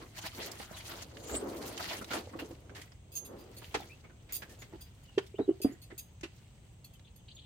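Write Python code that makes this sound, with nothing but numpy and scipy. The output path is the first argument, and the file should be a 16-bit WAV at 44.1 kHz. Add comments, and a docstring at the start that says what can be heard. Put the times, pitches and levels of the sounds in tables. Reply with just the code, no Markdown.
"""A camp kitchen under an awning, over a low outdoor rumble and insects. From the start someone rummages
in a drawer: pans slide with a hum of friction and clack together, and packing crackles as it creases.
A small bird whistles, cloth zips over an edge, and the first hollow thumps sound. After three seconds
metal utensils jingle close by in their free modes; after five, a folding plastic tub is thumped open,
its walls flexing and springing back. The handling dies away, and a bird chirps near the end."""
import sys
import numpy as np
from scipy import signal
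from scipy.fft import rfft, irfft, next_fast_len
from scipy.io import wavfile
from scipy.ndimage import uniform_filter1d

SR = 44100
rng = np.random.default_rng(int(sys.argv[2]) if len(sys.argv) > 2 else 0)


def wav_record(signal):
    """Record a signal, one row per channel, as 16-bit PCM in the file named by sys.argv[1]."""
    frames = np.transpose(np.atleast_2d(signal))
    bounded = np.clip(frames, -1, 1)
    # unit amplitude maps onto the largest positive 16-bit level
    quanta = np.round(bounded * 32767).astype(np.int16)
    wavfile.write(sys.argv[1], SR, quanta)


N = 328545
TIME = np.arange(N) / SR

# Spectra of the open air, the drawer under sliding gear, hard contacts, packing and small handling.
# Each row: frequency in Hz, relative spectral level in dB.
AIR_SPECTRUM = [(20, -34), (32, -16), (48, -3.5), (70, -1), (110, 0), (160, -8), (250, -17.5), (400, -22.5),
                (800, -26.5), (1500, -36.5), (3000, -31), (5000, -42), (8500, -36), (10500, -56),
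                (16000, -46)]
DRAWER_SPECTRUM = [(120, -37), (190, -8.5), (260, -2), (340, -1), (520, -3.5), (650, -9), (850, -13),
                   (1250, -17.5), (2000, -30), (3500, -61), (7000, -72)]
CONTACT_SPECTRUM = [(88, -47), (150, 3.5), (309, 5.5), (774, -2), (905, -6), (1340, -4), (1500, -5.5),
                    (1940, -5.5), (2270, -8.5), (6260, -24.5), (16000, -54.5)]
PACKING_SPECTRUM = [(180, -6), (300, -17), (348, 0.5), (418, -34), (624, -6), (1300, -10.5), (1870, -9.5),
                    (3890, -11.5), (11300, -21.5), (14200, -19.5), (16000, -25)]
HANDLING_SPECTRUM = [(400, -20), (900, -8), (1800, -4.5), (3500, -5), (6000, -10.5), (10000, -17.5),
                     (16000, -15)]
# Insect choruses. Each row: centre in Hz, resonator bandwidth in Hz, level in dB.
INSECT_BANDS = [(6450, 230, -82.5), (7960, 700, -80)]
# Hand movements that drag gear, crumple packing and turn things over.
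# Each row: time of the peak in seconds, level in dB, swell in seconds, release in seconds.
SHOVE_STROKES = [(.01, -53, 0.057, .15), (.39, -46.5, 0.05, 0.27), (.93, -54, 0.2, .2),
                 (1.345, -39.5, .11, 0.16), (1.52, -38.5, 0.47, 0.41), (1.94, -51.5, 0.15, 0.32),
                 (2.18, -39.5, 0.073, 0.07), (2.42, -46, 0.17, 0.2), (2.77, -53.5, 0.27, 0.11),
                 (3.34, -49.5, 0.29, 0.46), (3.83, -56, 0.2, .2), (4.55, -60, 1, 0.43)]
CRUMPLE_STROKES = [(.19, -43, 0.057, 0.023), (.27, -39, 0.11, 0.021), (.385, -44.5, 0.073, 0.18),
                   (.465, -44.5, 0.24, 0.12), (.55, -54, 0.048, 0.073), (.63, -44.5, 0.084, 0.066),
                   (.76, -48.5, 0.16, .12), (.86, -51, .06, .12), (.92, -44.5, 0.17, 0.12),
                   (1.03, -46.5, 0.28, 0.031), (1.36, -41.5, 0.17, 0.075), (1.7, -43.5, 0.37, 0.16),
                   (1.802, -38, 0.031, .1), (1.855, -39.5, .1, 0.21), (1.92, -39, 0.098, 0.12),
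                   (2.14, -36.5, 0.08, 0.093), (2.397, -43.5, 0.009, 0.044), (2.765, -51, 0.017, 0.17)]
HANDLING_STROKES = [(3.4, -64.5, .5, 1.0), (3.79, -53, 0.38, 0.25), (4.5, -64.5, 0.67, 3.1),
                    (5.6, -73, 0.61, 1.5), (6.35, -69, .2, 0.82)]
# Clacks, scuffs and ticks. Each row: start in seconds, level in dB, contact length in seconds,
# tilt in dB per octave, body resonance in Hz.
CONTACTS = [(0.012, -51, 0.02, 2, 1130), (0.237, -46, 0.014, -0.5, 1660), (0.515, -41.5, 0.0037, 16, 5160),
            (0.599, -41, 0.0042, -0.5, 810), (0.711, -43, .003, -8, 663), (1.1695, -45, 0.0017, 5, 2990),
            (1.7763, -37, 0.0024, 9.5, 3080), (2.012, -40, 0.0092, -2.5, 1350),
            (2.044, -43, 0.0018, 10, 3800), (2.105, -37, 0.015, 2.5, 1420), (2.131, -38.5, 0.033, 3, 750),
            (2.333, -45.5, 0.012, -2.5, 1160), (2.389, -41.5, 0.013, 2.5, 2800),
            (2.509, -57, 0.0062, 10, 1090), (2.694, -52.5, 0.0078, 2, 1500), (2.747, -49.5, 0.024, 8, 1840),
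            (2.814, -48.5, 0.0072, 10.5, 2030), (2.919, -54.5, 0.004, 1.5, 5000),
            (3.617, -51, 0.0086, 0.5, 940), (3.742, -30, 0.012, 4, 800), (3.794, -53, 0.027, -4, 815),
            (4.038, -55.5, 0.02, -1, 2230), (4.096, -57.5, 0.011, -0.5, 1520),
            (4.288, -54.5, 0.035, 5.5, 2200), (4.419, -44, 0.012, 4, 1650), (4.491, -57, 0.033, 16, 1770),
            (4.619, -48.5, 0.0097, 5.5, 2120), (4.723, -53, 0.024, -2.5, 866),
            (5.1805, -30.5, 0.0027, 1, 3100), (5.186, -38, 0.0047, 4, 920),
            (5.263, -58.5, 0.0098, 14, 3560), (5.383, -43, 0.023, -3, 860), (5.483, -47, 0.023, -4.5, 706),
            (5.644, -34, .011, -5.5, 704), (5.665, -57, 0.05, 0, 1900), (5.901, -51.5, 0.018, 0.5, 1920),
            (6.2105, -50.5, 0.0011, 8, 6500), (6.231, -42, 0.014, 5, 2720),
            (6.995, -59.5, 0.0018, 5.5, 3830)]
# Slurred whistles. Each row: start and length in seconds, first, middle and last pitch in Hz, level in dB.
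BIRD_WHISTLES = [(0.726, 0.083, 4080, 3680, 2878, -61), (3.788, 0.047, 3930, 3590, 3150, -65),
                 (3.883, 0.061, 2110, 2510, 2750, -61), (5.02, .21, 3120, 2790, 2760, -73.5),
                 (5.331, 0.16, 1886, 3940, 2680, -68.5), (5.478, 0.043, 2810, 2880, 3100, -72),
                 (5.656, 0.04, 3080, 2350, 1820, -69), (6.884, 0.17, 3480, 3040, 2650, -80),
                 (7.17, 0.047, 3520, 3260, 2720, -79)]
# Raspy double chirps. Each row: start in seconds, level in dB.
BIRD_CHIRPS = [(7.046, -68.5), (7.275, -60.5), (7.358, -59.5), (7.415, -65)]
# Cloth drawn over a smooth edge. Each row: time in seconds, pitch in Hz, level in dB.
ZIP_PATH = [(1.15, 6700, -72), (1.24, 6740, -58), (1.345, 7400, -44), (1.37, 8070, -34), (1.395, 8300, -52),
            (1.43, 8240, -65)]
# Flexes of a plastic wall. Each row: start in seconds, pitch in Hz, peak level in dB,
# rebound in dB against the peak, side partials in dB against the main one.
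WALL_FLEXES = [(1.305, 64.5, -42, -20, -12), (2.233, 82, -51, -25, -17), (2.271, 515, -41.5, -8, -8),
               (2.35, 322, -36, -7, -6), (2.419, 293, -38, -8, -7), (2.505, 323, -41, 1, -2.5),
               (3.746, 442, -29.5, -7, -8), (3.764, 308, -36.5, -12, -20), (3.801, 790, -38.5, -6, -20),
               (4.733, 344, -40.5, -2.5, -24), (5.1744, 392, -16, -22, -29), (5.34, 394, -37.5, -30, -21),
               (5.388, 405, -24.5, 0.5, -8.5), (5.3957, 297, -22.5, -12, -15),
               (5.477, 360, -23.5, -24, -26), (5.487, 349, -14, -9, -25), (5.6, 377, -39, -3, -13),
               (5.643, 277.4, -15.5, -15, -13), (5.69, 272, -36.5, -8, -22), (5.716, 342, -42.5, -6, -22),
               (5.922, 366, -42, -11, -25), (6.232, 339, -33.5, -8.5, -35)]
# Side partials of that wall. Each row: multiple of the pitch, relative level in dB.
WALL_PARTIALS = [(.335, -5), (1.58, 1), (2.3, -10)]
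# Modes of a utensil. Each row: frequency in Hz, relative level in dB, time to fall 60 dB in seconds.
UTENSIL_MODES = [(2649, -5, 0.093), (3360, -8, 0.19), (3786, -12, .15), (4362, -5.5, 0.057),
                 (4835, -3.5, 0.15), (6300, -12, 0.09), (6438, -4.5, 0.21), (6850, -2, 0.063),
                 (7400, -8, 0.11), (8990, 1, 0.13), (8870, -18, 0.12), (9290, -5, 0.18), (9950, -12, 0.28),
                 (9750, -41, .13), (11490, -0.5, 0.089), (12400, 3, 0.1), (12450, -24, 0.11),
                 (14100, -12, 0.14), (14345, -9, .13), (14800, -15, 0.089), (14700, 4.5, 0.1),
                 (15160, -6, 0.09), (15100, -13, .07)]
# Jingles. Each row: start in seconds, level in dB, chatter length in seconds, leading mode in Hz,
# lift of that mode in dB.
UTENSIL_JINGLES = [(3.119, -60, .036, 9290, -9), (3.154, -44.5, .028, 6438, 18.5),
                   (3.249, -58.5, 0.018, 11490, 9), (3.389, -69, 0.029, 4835, 9),
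                   (3.567, -59, 0.023, 4362, 18), (3.63, -68.5, 0.041, 9290, 7),
                   (4.3234, -42.5, 0.047, 6850, 7), (4.59, -65, 0.032, 6850, 19),
                   (4.809, -60, 0.018, 4835, 13), (5.032, -75, 0.01, 9290, 10),
                   (5.617, -50, .022, 4835, 14.5), (5.721, -72.5, .012, 6850, 21),
                   (5.817, -63.5, .028, 4362, 16), (5.9783, -51.5, .018, 7400, 0),
                   (6.844, -63, .008, 4362, 20.5), (6.935, -72, .007, 8870, 25),
                   (7.16, -71, 0.0053, 11490, 14), (7.349, -70, 0.0085, 6850, 21)]


def undb(db):
    """Amplitude grows tenfold for every 20 dB."""
    return 10 ** (np.asarray(db) / 20)


def unit(x):
    """Normalisation to an rms of 1."""
    return x / np.sqrt(np.mean(x ** 2) + 1e-20)


def fade(t, t60):
    """Free vibration decays exponentially, by 60 dB in t60 seconds."""
    return np.exp(-np.log(1000) * t / t60)


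def colour(x, spectrum, tilt_db=0):
    """Spectral shaping by a (Hz, dB) curve, tilted by tilt_db per octave."""
    size = next_fast_len(x.shape[-1])
    octave = np.log2(np.fft.rfftfreq(size, 1 / SR) + 1)
    hz, db = np.transpose(spectrum)
    tilt = tilt_db * (np.clip(octave, np.log2(hz[0]), np.log2(hz[-1])) - 10)
    gain = undb(np.interp(octave, np.log2(hz), db) + tilt)
    return irfft(rfft(x, size) * gain, size)[..., :x.shape[-1]]


def resonance(x, hz, width):
    """A damped two-pole resonator passes a band, with gain 1 at its centre."""
    return signal.lfilter(*signal.iirpeak(min(hz, .45 * SR), max(hz / width, .5), fs=SR), x)


def wander(rate, size=N):
    """Smooth random fluctuation of rms 1, with rate new values a second."""
    hold = max(int(SR / rate), 1)
    steps = np.repeat(rng.standard_normal(size // hold + 2), hold)
    return unit(uniform_filter1d(steps, hold))[:size]


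def add(out, s, x):
    """Superposition: a sound joins the mix at s seconds."""
    i = max(int(s * SR), 0)
    out[:, i:i + x.shape[-1]] += x[..., :N - i]


def spread(pair, split_hz):
    """Long waves reach left and right alike; above split_hz the two sides lose coherence."""
    hz = np.fft.rfftfreq(pair.shape[-1], 1 / SR)
    apart = hz ** 2 / (hz ** 2 + split_hz ** 2)
    mid, side = irfft(rfft(pair) * np.sqrt([1 - apart / 2, apart / 2]), pair.shape[-1])
    return np.array([mid + side, mid - side])


def grains(size, spread_db):
    """Dense tiny contacts of uneven strength sum to noise, in two independent streams."""
    noise = rng.standard_normal((2, size))
    return unit(noise * undb(spread_db * np.minimum(rng.exponential(size=(2, size)), 7)))


def strokes(rows):
    """Hand movements add in power; each grows tenfold over its swell and falls tenfold over its release."""
    s, db, swell, release = np.transpose(rows)[:, :, None]
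    t = TIME[::SR // 1000]
    before, after = (s - t) / swell, (t - s) / release
    # the cube keeps the hand nearly still ahead of its swell
    decades_down = np.maximum(np.maximum(before, before ** 3), after)
    gain = undb(db) * 10 ** -np.minimum(decades_down, 10)
    return np.interp(TIME, t, np.linalg.norm(gain, axis=0))


def awning(x, wet_db, t60):
    """Scattered reflections from car, table and canvas merge into a short reverberant tail."""
    t = TIME[:SR // 2]
    tail = unit(rng.standard_normal((2, len(t))) * fade(t, t60) * (t > .004)) / np.sqrt(len(t))
    return x + undb(wet_db) * signal.fftconvolve(x, tail, axes=1)[:, :N]


def outdoors():
    """Broadband noise gives rumble and thin hiss; many insects sum incoherently to narrow bands."""
    air = unit(spread(colour(rng.standard_normal((2, N)), AIR_SPECTRUM), split_hz=520))
    air *= undb(-55 + 0.3 * wander(7.3))
    for hz, width, db in INSECT_BANDS:
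        chorus = resonance(resonance(rng.standard_normal((2, N)), hz, width), hz, width)
        air += unit(chorus) * undb(db + 2.2 * wander(5))
    return air


def sliding():
    """Stick-slip friction: with each shove, dense slips make the hollow drawer hum."""
    slips = spread(colour(grains(N, spread_db=2.5), DRAWER_SPECTRUM), split_hz=740)
    slips[1] = np.roll(slips[1], int(.00012 * SR))  # the drawer is to the left, so the right side lags
    return unit(slips) * strokes(SHOVE_STROKES) * undb(1.65 * wander(45))


def clacks():
    """Forced vibration: a brief scrape drives each piece of hard gear at its body resonances."""
    out, t = np.zeros((2, N)), TIME[:8192]
    for s, db, length, tilt_db, hz in CONTACTS:
        # a longer contact starts more softly and takes longer to die away
        attack, t60 = 0.18 * length, 0.031 + 4.05 * length
        touch = np.minimum(t / attack, 1) * fade(np.maximum(t - length, 0), t60)
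        scrape = colour(grains(len(t), spread_db=1.5), CONTACT_SPECTRUM, tilt_db)
        contact = unit(spread(scrape, split_hz=490)) * touch
        body = resonance(contact, hz, hz / 12) + undb(-14) * resonance(contact, 1.535 * hz, hz / 9)
        clack = unit(unit(contact) + undb(-4.5) * unit(body)) * np.sqrt(np.mean(touch ** 2))
        add(out, s, undb(db) * clack)
    return awning(out * undb([[-.9], [.9]]), wet_db=-15, t60=0.29)


def crumple(spectrum, size, patchy_db, snap_db):
    """Buckling: each fold has its own colour, so bands surge independently while single creases snap."""
    out, fibres = 0, grains(size, spread_db=3.1)
    for hz in np.geomspace(300, 14000, num=11):
        snaps = np.zeros((2, size))
        creases = rng.integers(size, size=size // 900)
        snaps[:, creases] = rng.standard_normal((2, len(creases)))
        band = resonance(fibres + undb(snap_db) * unit(snaps), hz, hz / 3)
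        out = out + band * undb(patchy_db * wander(55, size))
    return unit(spread(colour(out, spectrum), split_hz=530))


def rustle():
    """Crackle follows the motion of the hands: handfuls of packing for 3 s, then quieter handling."""
    turn, stir_end_s = 3 * SR, 2.524
    faint_stir = undb(-60.5) * fade(np.maximum(TIME - stir_end_s, 0), t60=1)
    packing = crumple(PACKING_SPECTRUM, size=turn, patchy_db=5, snap_db=-9)
    packing *= np.hypot(strokes(CRUMPLE_STROKES), faint_stir)[:turn]
    handling = crumple(HANDLING_SPECTRUM, size=N - turn, patchy_db=4, snap_db=-6)
    handling *= strokes(HANDLING_STROKES)[turn:]
    return np.hstack([packing, handling])


def bird_note(length, arch_hz, rasp):
    """A tone glides through three pitches; random frequency and amplitude modulation roughen it."""
    u = np.linspace(0, 1, int(length * SR))
    glide_hz = np.polyval(np.polyfit([0, .5, 1], arch_hz, 2), u)
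    hz = glide_hz * (1 + rasp * wander(800, len(u)))
    envelope = (u * (1 - u)) ** 0.52 * undb(6.6 * wander(135, len(u)))
    return unit(np.sin(2 * np.pi * np.cumsum(hz) / SR) * envelope)


def birds():
    """Distant whistles and double chirps carry more reflected than direct sound."""
    out, pulse_spacing_s = np.zeros((2, N)), .023
    for s, length, *arch_hz, db in BIRD_WHISTLES:
        add(out, s, undb(db) * bird_note(length, arch_hz, rasp=.022))
    for s, db in BIRD_CHIRPS:
        for start in (s, s + pulse_spacing_s):
            add(out, start, undb(db) * bird_note(length=.02, arch_hz=(3020, 3510, 3320), rasp=.14))
    return awning(out, wet_db=2, t60=0.078)


def cloth_zip():
    """Friction of cloth over a smooth edge gives a narrow noise band around a rising pitch."""
    times, hz, db = np.transpose(ZIP_PATH)
    rasp = np.array([wander(2200) + 1j * wander(2200) for _ in range(2)])
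    rasp = signal.sosfilt(signal.butter(2, 700, fs=SR, output="sos"), rasp)
    carrier = np.exp(2j * np.pi * np.cumsum(np.interp(TIME, times, hz)) / SR)
    envelope = undb(np.interp(TIME, times, db)) * (TIME > times[0]) * (TIME < times[-1])
    return unit((rasp * carrier).real) * envelope


def thumps():
    """Elastic rebound: a plastic wall flexes for a few low cycles, then springs back once."""
    out, t = np.zeros((2, N)), TIME[:SR // 6]
    swell_cycles, rebound_s = 2.23, .018
    age = np.maximum(t - np.array([[.00016], [0]]), 0)  # the wave reaches the right side first
    for s, hz, db, rebound_db, side_db in WALL_FLEXES:
        u = age * hz / swell_cycles
        push = (u * np.exp(1 - u)) ** 3.3
        ring = undb(-27) * np.minimum(u, 1) ** 2 * fade(age, t60=.09)
        phase = 2 * np.pi * hz * age
        main = np.sin(phase)
        side = sum(undb(partial_db) * np.sin(multiple * phase) for multiple, partial_db in WALL_PARTIALS)
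        add(out, s, undb(db) * (push + ring) * (main + undb(side_db) * side))
        add(out, s + rebound_s, undb(db + rebound_db) * (push + ring) * main)
    return awning(out * undb([[-1.1], [.9]]), wet_db=-17.5, t60=0.23)


def utensils():
    """Modal vibration: like metal pieces chatter together, and each contact excites their modes anew."""
    out, t = np.zeros((2, N)), TIME[:SR // 5]
    hz, db, t60 = np.transpose(UTENSIL_MODES)[:, :, None]
    for s, level_db, length, lead_hz, lift_db in UTENSIL_JINGLES:
        lead = np.abs(hz - lead_hz) == np.abs(hz - lead_hz).min()
        tilt_db = 0.12 * (level_db + 54)  # per octave: a harder jingle is brighter
        # the place and hardness of the blow weight the modes
        strength = undb(db + tilt_db * np.log2(hz / hz.mean()) + 2 * rng.standard_normal(hz.shape))
        piece = strength * undb(lift_db * lead) * np.exp(2j * np.pi * hz * t) * fade(t, t60)
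        # a neighbouring piece is tuned a little apart and damped by the hand
        detuned_hz = hz * (1 + 0.0129 * rng.standard_normal(hz.shape))
        neighbour = strength * undb(3) * np.exp(2j * np.pi * detuned_hz * t) * fade(t, 0.36 * t60)
        ring, knocks = np.zeros((2, len(t))), np.zeros(len(t))
        for k, when in enumerate(np.linspace(0, length, num=6)):
            i = int(when * rng.uniform(.8, 1) * SR)
            phases = np.exp(2j * np.pi * rng.random((2, len(hz))))  # one for each side and mode
            ring[:, i:] += (phases @ (piece, neighbour)[k % 2]).real[:, :len(t) - i]
            knocks[i:] += fade(t[:len(t) - i], t60=0.092)
        contact_noise = knocks * rng.standard_normal((2, len(t)))
        grate = colour(contact_noise, spectrum=[(1000, -10), (2600, 9), (7000, 13), (16000, 3.5)])
        add(out, s, undb(level_db) * unit(unit(ring) + undb(-13.5) * unit(grate)))
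    return awning(out * undb([[-.75], [.75]]), wet_db=-10.5, t60=0.17)


def scene():
    """The pressures of all sources add linearly, left and right."""
    return outdoors() + sliding() + clacks() + rustle() + birds() + cloth_zip() + thumps() + utensils()


def record(dry):
    """Band limiting: a steep low-pass filter removes the treble above 16 kHz."""
    return signal.sosfilt(signal.ellip(10, .2, 70, 16000, fs=SR, output="sos"), dry)


dry = scene()
out = record(dry)
wav_record(out)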